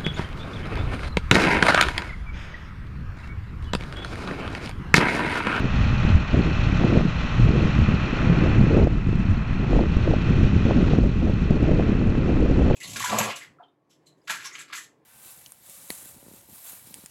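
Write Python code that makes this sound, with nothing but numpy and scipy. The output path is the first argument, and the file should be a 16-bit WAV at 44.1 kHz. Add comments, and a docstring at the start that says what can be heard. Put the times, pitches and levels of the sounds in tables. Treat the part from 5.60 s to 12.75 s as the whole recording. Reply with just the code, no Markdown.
"""A road roller's four-cylinder diesel idles some way off on an open site as wind buffets the microphone.
Clatter and knocks recur with the engine cycle, over a faint whine of gears and pump locked to the crank. The
wind is shaped noise in three eddy sizes, with gusts, throbbing vortices and sharp slaps; it freshens. The
engine is heard to drop in quick steps and often to climb partly back; some steps leave it louder."""
import sys
import numpy as np
from scipy import signal
from scipy.fft import rfft, irfft, next_fast_len
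from scipy.io import wavfile
from scipy.ndimage import uniform_filter1d

SR = 44100
rng = np.random.default_rng(int(sys.argv[2]) if len(sys.argv) > 2 else 0)


def dump(signal):
    """Clip the signal to [-1, 1] and save it as 16-bit WAV at the path in sys.argv[1]."""
    limited = np.clip(np.atleast_2d(signal).T, -1, 1)
    pcm = np.round(limited * 32767).astype(np.int16)
    wavfile.write(sys.argv[1], SR, pcm)


N = 315315
TIME_S = np.arange(N) / SR

# Levels are relative, ahead of normalising and trims.
# mechanical noise spectrum: [f/Hz, level per Hz/dB]
CLATTER_SPECTRUM = [(60, -4.5), (400, -2), (620, 1.5), (900, -5), (1350, -1), (1700, -5.5), (2000, -4.5),
                    (2230, -8), (2550, -1.5), (3200, -7), (3700, -10), (4300, -11), (4650, -20.5),
                    (5800, -18.5), (8000, -30)]
# part of the mechanical noise that recurs in every cycle: [f/Hz, power share/0-1]
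RECURRING_SHARE = [(400, 0.6), (900, 0.9), (1400, 0.9), (2000, 0.9), (2700, 0.3), (3700, 0), (6000, 0.05)]
# treble of the mechanical noise: [t/s, level/dB]
TREBLE_CURVE = [(0, -0.3), (1.8, 0), (2.1, -1.2), (3.2, 0), (3.35, 2.5), (3.9, 0.5), (4.25, -1.1), (5.5, 1),
                (7.15, -0.5)]
TREBLE_FROM_HZ = 3300
# knocks of pistons, valves and a loose cover: [place of peak in cycle/0-1, ringing f/Hz, level/dB]
KNOCK_CONTACTS = [(0.135, 1946, -3.5), (0.149, 1685, -4.5), (.205, 2340, 3), (0.234, 2126, -6.5),
                  (0.264, 1647, 2.5), (0.27, 974, 3.5), (.312, 1972, 0.5), (0.312, 1530, -3.5),
                  (0.361, 2580, 0.5), (0.401, 2916, -5), (0.433, 1130, -2), (0.485, 4155, -6),
                  (0.516, 4130, -8), (0.55, 1830, -4), (0.604, 2436, -5), (0.67, 1967, 3.5),
                  (0.681, 3200, -21), (0.689, 1374, 7), (0.81, 1236, -0.5), (0.813, 1750, -1.5),
                  (0.858, 2594, -2.5), (.895, 1863, 0), (.935, 1097, 3.5), (0.945, 1310, 7),
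                  (0.95, 2007, 2), (0.959, 1574, -0.5), (0.991, 3270, -13)]
# whine of gears and pump: [multiple of cycle rate/1, level/dB]
WHINE_ORDERS = [(68, -55), (89, -54), (91, -58), (96, -56), (103, -57), (112, -59), (118, -58), (120, -52),
                (131, -57), (132, -57), (136, -58), (140, -57), (141, -57), (143, -56), (144, -55.5),
                (153, -57), (154, -57), (155, -56), (168, -53), (203, -54), (219, -58), (239, -60),
                (258, -59), (259, -58), (267, -52), (268, -58), (279, -53), (287, -52), (294, -61),
                (336, -65), (343, -65), (450, -68)]
# steps in engine level: [t/s, initial loss/dB, lasting loss/dB (negative: louder)]
ENGINE_DIPS = [(-.12, 3.5, 0), (.5, 3.5, 1.24), (1.34, 2.5, 0.5), (1.76, 1, -0.79), (2.93, 0, 2),
               (3.19, 7.5, 3.5), (4.13, 0.5, -2), (4.77, -2, 0.76), (5.33, 6, 2), (6.36, 2, 0),
               (6.76, 1.5, -2)]
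ENGINE_DB, DIP_FALL_S, RECOVER_DB_PER_S = -34, 0.093, 6.5
# idle creeps up and wanders
IDLE_RPM, CREEP_RPM_PER_S, HUNT_RPM = 1097.0, .24, .35

# big eddies: [f/Hz, level per Hz/dB]
RUMBLE_SPECTRUM = [(12, -4.5), (25, -4.5), (45, -0.5), (75, -3), (110, -8.5), (200, -42), (400, -76.5)]
# smaller eddies: [f/Hz, level per Hz/dB]
BUFFET_SPECTRUM = [(40, -34.5), (70, -9.5), (110, 4.5), (200, 1.5), (270, -7), (380, -24.5), (700, -50),
                   (2000, -76.5)]
# smallest eddies: [f/Hz, level per Hz/dB]
FLUTTER_SPECTRUM = [(120, -26), (220, -3), (300, -2), (420, -9), (600, -20), (900, -34.5), (1400, -41),
                    (3000, -42.5), (8000, -65)]
# air rasping on the edge of the port: [f/Hz, level per Hz/dB]
RASP_SPECTRUM = [(200, -21), (450, 11.5), (620, 6.5), (800, -1), (1050, -11.5), (1300, -21), (1700, -33.5),
                 (4000, -53)]
# gusts: [start t/s, hold/s, rumble level/dB, buffet level/dB, flutter level/dB]
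GUST_EVENTS = [(0, 0.044, -33, -22.5, -27.5), (0.147, 0.19, -24.5, -21, -48),
               (0.421, 0.16, -30, -22.5, -38), (0.74, 0.058, -20, -20, -23.5),
               (.85, 0.025, -29, -20, -24.5), (1.019, 0.16, -31.5, -19.5, -35.5),
               (1.216, 0.16, -38, -19, -21.5), (1.435, 0.025, -29, -17.5, -28),
               (1.795, 0.081, -14.5, -19, -31.5), (1.869, 0.2, -29, -18, -25),
               (2.147, 0.069, -37, -18.5, -46), (2.289, 0.051, -21.5, -18, -28.5),
               (2.448, 0.21, -41, -26, -30), (2.647, 0.29, -27, -19, -27), (2.83, 0.023, -37, -34, -24),
               (2.972, 0.092, -23, -14, -25), (3.11, 0.12, -20, -18.5, -19), (3.29, 0.095, -26, -29, -32),
               (3.46, 0.14, -26, -21, -41), (3.665, 0.042, -20, -25, -38), (4.005, 0.022, -38, -31, -29),
               (4.105, 0.12, -22, -26, -22), (4.3, 0.093, -34, -28, -34), (4.47, 0.068, -31, -29, -24),
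               (4.67, 0.18, -23, -19.5, -28), (4.925, 0.065, -38, -20, -29.5),
               (5.073, 0.019, -39, -23, -20), (5.16, 0.07, -40, -16.5, -23.5), (5.28, 0.17, -31, -22, -24),
               (5.628, 0.082, -26, -31, -25), (5.9, 0.22, -26, -24.5, -25),
               (6.035, 0.28, -22.5, -25.5, -24.5), (6.4, 0.23, -29, -26.5, -27),
               (6.677, .24, -22, -33, -23), (6.963, 0.28, -24, -22.5, -22)]
GUST_ATTACK_S, GUST_RELEASE_S = 0.026, 0.062
# drops of the breeze: [middle t/s, Gaussian half length/s, depth/dB]
BREEZE_LULLS = [(0.683, 0.04, 6), (1.532, .045, 3.5), (1.7, 0.026, 4.5), (2.087, .025, 4), (2.5, 0.058, 6),
                (3.423, 0.039, 3.5), (3.864, 0.031, 5.5), (5.556, 0.01, 0), (6.542, 0.019, 11)]
# breeze under the gusts and its growth: rumble, buffet, flutter
BREEZE_DB, FRESHEN_DB_PER_S = (-24, -26, -47), (0.31, 0.7546, 2.5)
# throbbing vortices: [middle t/s, length/s, start f/Hz, end f/Hz, peak level/dB]
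VORTEX_EVENTS = [(.175, 0.071, 187, 167, -16), (.39, 0.26, 145, 101, -16), (0.502, .09, 99, 85, -15),
                 (0.561, 0.086, 90.3, 60, -8.5), (1.823, 0.15, 131.7, 97, -8.5),
                 (2.224, 0.068, 97.3, 65, -11.5), (2.71, 0.13, 179, 165, -12.5),
                 (3.015, 0.14, 184, 100.6, -19), (3.236, 0.053, 90.5, 55, -9),
                 (3.383, 0.068, 36.5, 26.2, -11.5), (3.714, .08, 103, 84.5, -9),
                 (4.17, 0.094, 39.7, 34, -9), (4.818, 0.085, 102, 70, -13), (5.205, .1, 243.4, 170, -14.5),
                 (5.32, 0.055, 172, 131, -7), (5.287, 0.051, 89.5, 80, -14), (5.439, .13, 51.7, 47.3, -8.5),
                 (6.355, 0.079, 71, 66, -13), (7.04, 0.087, 64.6, 57, -12)]
# hardest single eddies: [t/s, thump level/dB, thump width/s, rasp level/dB]
SLAP_EVENTS = [(0.451, -2.5, 0.001, -39), (0.503, -6, 0.0013, -38), (0.556, -2.5, 0.0022, -40),
               (.743, -8, 0.00059, -14), (.794, -3.5, 0.001, -26), (.877, -16, 0.00058, -25),
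               (1.238, -13, .0006, -14), (1.361, -12, 0.00049, -11), (1.369, -15, .0003, -15),
               (1.376, 1, 0.00069, -33), (1.409, -6, .0006, -18), (1.968, -11, 0.0012, -32),
               (2.19, -3, 0.0011, -25), (2.221, -12, 0.00085, -36), (2.29, -5, 0.0011, -23),
               (2.702, -10, 0.0019, -39), (2.863, -12, 0.00055, -22), (3.013, -2, 0.00088, -32),
               (3.154, -12, 0.00067, -18), (3.175, -4, 0.0007, -20), (3.199, -9, 0.00053, -16),
               (3.218, -17, 0.00041, -16), (3.23, -11, 0.00067, -15), (3.272, -3.5, 0.00081, -14),
               (3.53, -8.5, 0.00092, -34), (4.045, -13.5, .0005, -24), (4.133, -17, .0005, -20),
               (4.165, -4, 0.00094, -9), (4.192, -13, 0.0004, -14.5), (4.238, -14, 0.00028, -21),
               (4.369, -1, 0.0011, -34), (4.477, -30, .0005, -13.5), (4.508, -3, 0.00099, -26),
               (4.538, -9, 0.00056, -14), (4.708, -6.5, .001, -36), (4.832, 0, 0.001, -42),
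               (4.851, -5, 0.0013, -33), (4.965, -1.5, 0.00096, -40), (5.054, -1.5, 0.00096, -31),
               (5.11, -7, 0.00035, -10), (5.185, -3, 0.00061, -19), (5.336, -0.5, 0.00062, -18),
               (5.387, -1, 0.00071, -28), (5.624, -17, 0.00045, -23), (5.697, -7, .0009, -21),
               (5.908, -2, 0.00075, -37), (6.116, -6, 0.0018, -13), (6.198, -7.5, 0.00048, -21),
               (6.295, -8, 0.0011, -36), (6.354, -6, 0.00093, -34), (6.826, -3, 0.00086, -21),
               (7.02, -15, .0006, -17), (7.101, -16, 0.00056, -13), (7.111, -4, 0.0011, -11)]

# faint tone of the electronics; upper band limit
ELECTRONIC_TONE_HZ, ELECTRONIC_TONE_DB = 8000, -78
CUTOFF_HZ = 8800


def from_db(db):
    """Decibels to amplitude gain."""
    return 10 ** (np.asarray(db) / 20)


def rms_one(x):
    """Scale to unit power."""
    return x / np.sqrt(np.mean(x ** 2) + 1e-20)


def at_hz(points, hz):
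    """Interpolate a table along log frequency."""
    known_hz, values = np.transpose(points)
    return np.interp(np.log(hz + 1e-9), np.log(known_hz), values)


def shaped(x, gain_at):
    """Filter by a gain given as a function of frequency."""
    size = next_fast_len(N)
    hz = np.arange(size // 2 + 1) * SR / size
    return irfft(rfft(x, size) * gain_at(hz), size)[:N]


def spectral_noise(spectrum):
    """Random noise with the amplitude spectrum of a table."""
    return shaped(rng.standard_normal(N), lambda hz: from_db(at_hz(spectrum, hz)))


def drift(rate_hz):
    """Low-passed noise of unit RMS, changing about rate_hz times a second."""
    return rms_one(shaped(rng.standard_normal(N), lambda hz: 1 / (1 + (hz / rate_hz) ** 2) ** 2))


def evened(x, size):
    """Hold power near one over spans of about size samples."""
    power = uniform_filter1d(x ** 2, size=size)
    power = uniform_filter1d(power, size=size * 2 // 3)
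    return x / np.sqrt(abs(power) + 1e-12)


def engine():
    """Four-stroke sources share one cycle clock: a cycle takes two turns of the crank."""
    rpm = IDLE_RPM + CREEP_RPM_PER_S * TIME_S + HUNT_RPM * drift(2.02)
    cycles = np.cumsum(rpm) / 120 / SR
    parts = from_db(0.68) * clatter(cycles)
    parts = parts + from_db(-1.0) * knocks(cycles, rpm)
    parts = parts + from_db(-1.5) * whine(cycles)
    return from_db(engine_level_db()) * parts


def engine_level_db():
    """Each step falls quickly, then recovers at a steady rate to its lasting loss."""
    level_db = ENGINE_DB
    for start_s, depth_db, stays_db in ENGINE_DIPS:
        fallen = np.clip((TIME_S - start_s) / DIP_FALL_S, 0, 1)
        regained_db = RECOVER_DB_PER_S * np.maximum(TIME_S - start_s - DIP_FALL_S, 0)
        level_db = level_db - fallen * np.maximum(depth_db - regained_db, stays_db)
    return level_db


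def clatter(cycles, firing_db=0.8, firing_place=0.25, uneven_db=0.86, shifting=1.0, tick_db=-0.1, ticks_per_cycle=7):
    """Small contacts recur each cycle, slowly shifting, mixed with ever new combustion noise."""
    recurring = rms_one(cycle_pattern(cycles) + shifting * drift(0.85) * cycle_pattern(cycles))

    def share(hz):
        return np.clip(at_hz(RECURRING_SHARE, hz), 0, 1)

    force = shaped(recurring, lambda hz: np.sqrt(share(hz)))
    force = force + shaped(rng.standard_normal(N), lambda hz: np.sqrt(1 - share(hz)))
    body = shaped(force, lambda hz: from_db(at_hz(CLATTER_SPECTRUM, hz)))

    # four firings per cycle, plus a faster pulse
    firing = np.cos(8 * np.pi * (cycles - firing_place))
    ticking = np.cos(2 * np.pi * ticks_per_cycle * (cycles - firing_place))
    swell_db = firing_db * firing + tick_db * ticking + uneven_db * drift(18)
    noise = rms_one(evened(body, size=SR // 160) * from_db(swell_db))

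    treble = shaped(noise, lambda hz: 1 - 1 / (1 + (hz / TREBLE_FROM_HZ) ** 10))
    treble_db = np.interp(TIME_S, *np.transpose(TREBLE_CURVE))
    return noise - treble + treble * from_db(treble_db)


def cycle_pattern(cycles):
    """A rattle repeated every cycle, with random strengths and phases of its orders."""
    size = 4096
    strength, turn = rng.random((2, size // 2 + 1))
    orders = strength * np.exp(2j * np.pi * turn)
    orders[[round(multiple) for multiple, db in WHINE_ORDERS]] = 0  # left to the whine
    return rms_one(np.interp(cycles, np.arange(size) / size, irfft(orders), period=1))


def knocks(cycles, rpm, ring_s=0.00173, sag_per_s=19, rough_rad=0.17, rough_hz=500):
    """Each contact rings roughly and sags in pitch, as its highs die first; force and timing vary by cycle."""
    out, cycle_s = 0, 120 / np.mean(rpm)
    uneven_db, jitter_s = 1.1, 0.00012
    rattle_rad = rough_rad * drift(rough_hz)
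    for place, ring_hz, db in KNOCK_CONTACTS:
        # start one ring_s early so the swell peaks at its place
        turn, since = np.divmod(cycles - place + ring_s / cycle_s + 1, 1)
        turn = np.clip(turn, 0, None).astype(int)
        strength, delay = rng.standard_normal((2, turn[-1] + 1))
        age_s = since * cycle_s
        swell = age_s / ring_s * np.exp(1 - age_s / ring_s)
        # ring_hz is reached at 2 * ring_s
        sag_s = sag_per_s * (age_s - 2 * ring_s) ** 2 / 2
        ring_age_s = age_s - sag_s - jitter_s * delay[turn]
        phase = 2 * np.pi * (ring_hz * ring_age_s + rng.random()) + rattle_rad
        out = out + from_db(db + uneven_db * strength)[turn] * swell * np.sin(phase)
    return out


def whine(cycles, flutter_db=1.5, slip_rad=0.23, slip_order=150):
    """Crank-locked tones flutter and waver in moving air; firing throb and phase slip grow with order."""
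    out, waver_db, throb_db = 0, 1.3, 1.5
    for multiple, db in WHINE_ORDERS:
        height = multiple / slip_order
        throb = throb_db * height * np.cos(2 * np.pi * (4 * cycles + rng.random()))
        phase = 2 * np.pi * (np.round(multiple) * cycles + rng.random()) + slip_rad * height * drift(32)
        level_db = db + waver_db * drift(3.2) + flutter_db * drift(61) + throb
        out = out + from_db(level_db) * np.sin(phase)
    return rms_one(out)


def wind(swell_db=1.5, swell_hz=12):
    """Big eddies rumble, smaller ones buffet and the smallest flutter; all three share the same lumps."""
    rumble_gain, buffet_gain, flutter_gain = wind_strength()
    lumps = drift(120)
    rumble_trim = from_db(-1.05 + swell_db * drift(swell_hz))
    rumble = rumble_trim * rumble_gain * eddies(RUMBLE_SPECTRUM, lumps, lump_db=1.0)
    buffet = from_db(-2.0) * buffet_gain * eddies(BUFFET_SPECTRUM, lumps, lump_db=3.0)
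    flutter = from_db(-1.0) * flutter_gain * eddies(FLUTTER_SPECTRUM, lumps, lump_db=2.5)
    return rumble + buffet + flutter + tearing(flutter_gain) + vortices() + slaps()


def wind_strength():
    """Three eddy gains: lulls lower the growing breeze; gusts rise, hold and fall, adding power."""
    lull_db = sum(depth_db * np.exp(-((TIME_S - mid_s) / half_s) ** 2)
                  for mid_s, half_s, depth_db in BREEZE_LULLS)
    breeze_db = np.array(BREEZE_DB)[:, None] + np.outer(FRESHEN_DB_PER_S, TIME_S) - lull_db
    power = from_db(breeze_db) ** 2
    for start_s, hold_s, *levels_db in GUST_EVENTS:
        end_s = start_s + hold_s
        corners_s = [start_s - GUST_ATTACK_S, start_s, end_s, end_s + GUST_RELEASE_S]
        envelope = np.interp(TIME_S, corners_s, [0, 1, 1, 0])
        power += np.outer(from_db(levels_db), envelope) ** 2
    return np.sqrt(power)


def eddies(spectrum, lumps, lump_db):
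    """Turbulent pressure in lumps, its power evened over roughly a tenth of a second."""
    noise = rms_one(spectral_noise(spectrum))
    return evened(noise * from_db(lump_db * lumps), size=SR // 14)


def tearing(flutter_gain, level_db=-30.0, hard_gust_db=-20, steepness=1.7, burst_db=8.0, burst_hz=90):
    """Flow tears at the port in short bursts, growing faster than the flutter and so strongest in hard gusts."""
    force = (flutter_gain / from_db(hard_gust_db)) ** steepness
    bursts = spectral_noise(RASP_SPECTRUM) * from_db(burst_db * drift(burst_hz))
    return from_db(level_db) * force * evened(bursts, size=SR // 14)


def vortices(level_db=-4.0, rough_db=2.0, wobble_rad=0.12):
    """Each passing vortex swells and fades as an unsteady throb, its pitch falling as the air slows."""
    out = np.zeros(N)
    unsteady = from_db(rough_db * drift(60))
    slip_rad = wobble_rad * drift(50)
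    turns = rng.random(len(VORTEX_EVENTS))
    for (mid_s, length_s, start_hz, end_hz, db), turn in zip(VORTEX_EVENTS, turns):
        near = abs(TIME_S - mid_s) < length_s / 2
        passed = (TIME_S[near] - mid_s) / length_s + .5
        throb_hz = start_hz + (end_hz - start_hz) * passed
        phase = 2 * np.pi * (np.cumsum(throb_hz) / SR + turn) + slip_rad[near]
        out[near] += from_db(db + level_db) * np.sin(np.pi * passed) ** 2 * np.sin(phase)
    return out * unsteady


def slaps(thump_db=-0.5, rasp_db=-5.5, rasp_s=0.0016):
    """An eddy gives one sharp pressure swing of either sign and a brief rasp on the edge of the port."""
    thumps, bursts = np.zeros(N), np.zeros(N)
    signs = rng.choice([-1, 1], len(SLAP_EVENTS))
    for (mid_s, db, width_s, burst_db), sign in zip(SLAP_EVENTS, signs):
        near = abs(TIME_S - mid_s) < 20 * width_s
        since_s = TIME_S[near] - mid_s
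        u = (since_s / width_s) ** 2
        thumps[near] += sign * from_db(db) * (1 - u / 10) / (1 + u / 2) ** 2
        bursts[near] += from_db(burst_db) * np.exp(-.5 * (since_s / rasp_s) ** 2)
    rasp = bursts * evened(spectral_noise(RASP_SPECTRUM), size=SR // 300)
    return from_db(thump_db) * thumps + from_db(rasp_db) * rasp


def scene():
    """The engine heard through the wind, one channel."""
    return (engine() + wind())[None]


def record(dry, level_noise_db=-37, ceiling=1.0):
    """A narrow band-limited channel rounds strong pressure swings, with noise that grows with the signal's size."""
    rounded = ceiling * np.tanh(dry / ceiling)
    level_noise = from_db(level_noise_db) * abs(rounded) * rng.standard_normal(N)
    tone = from_db(ELECTRONIC_TONE_DB) * np.sin(2 * np.pi * ELECTRONIC_TONE_HZ * TIME_S)
    soft_filter = signal.butter(10, 7350, fs=SR, output="sos")
    band_filter = signal.ellip(10, .1, 80, CUTOFF_HZ, fs=SR, output="sos")
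    soft = signal.sosfilt(soft_filter, rounded + level_noise)
    return signal.sosfilt(band_filter, soft + tone)


dry = scene()
out = record(dry)
dump(out)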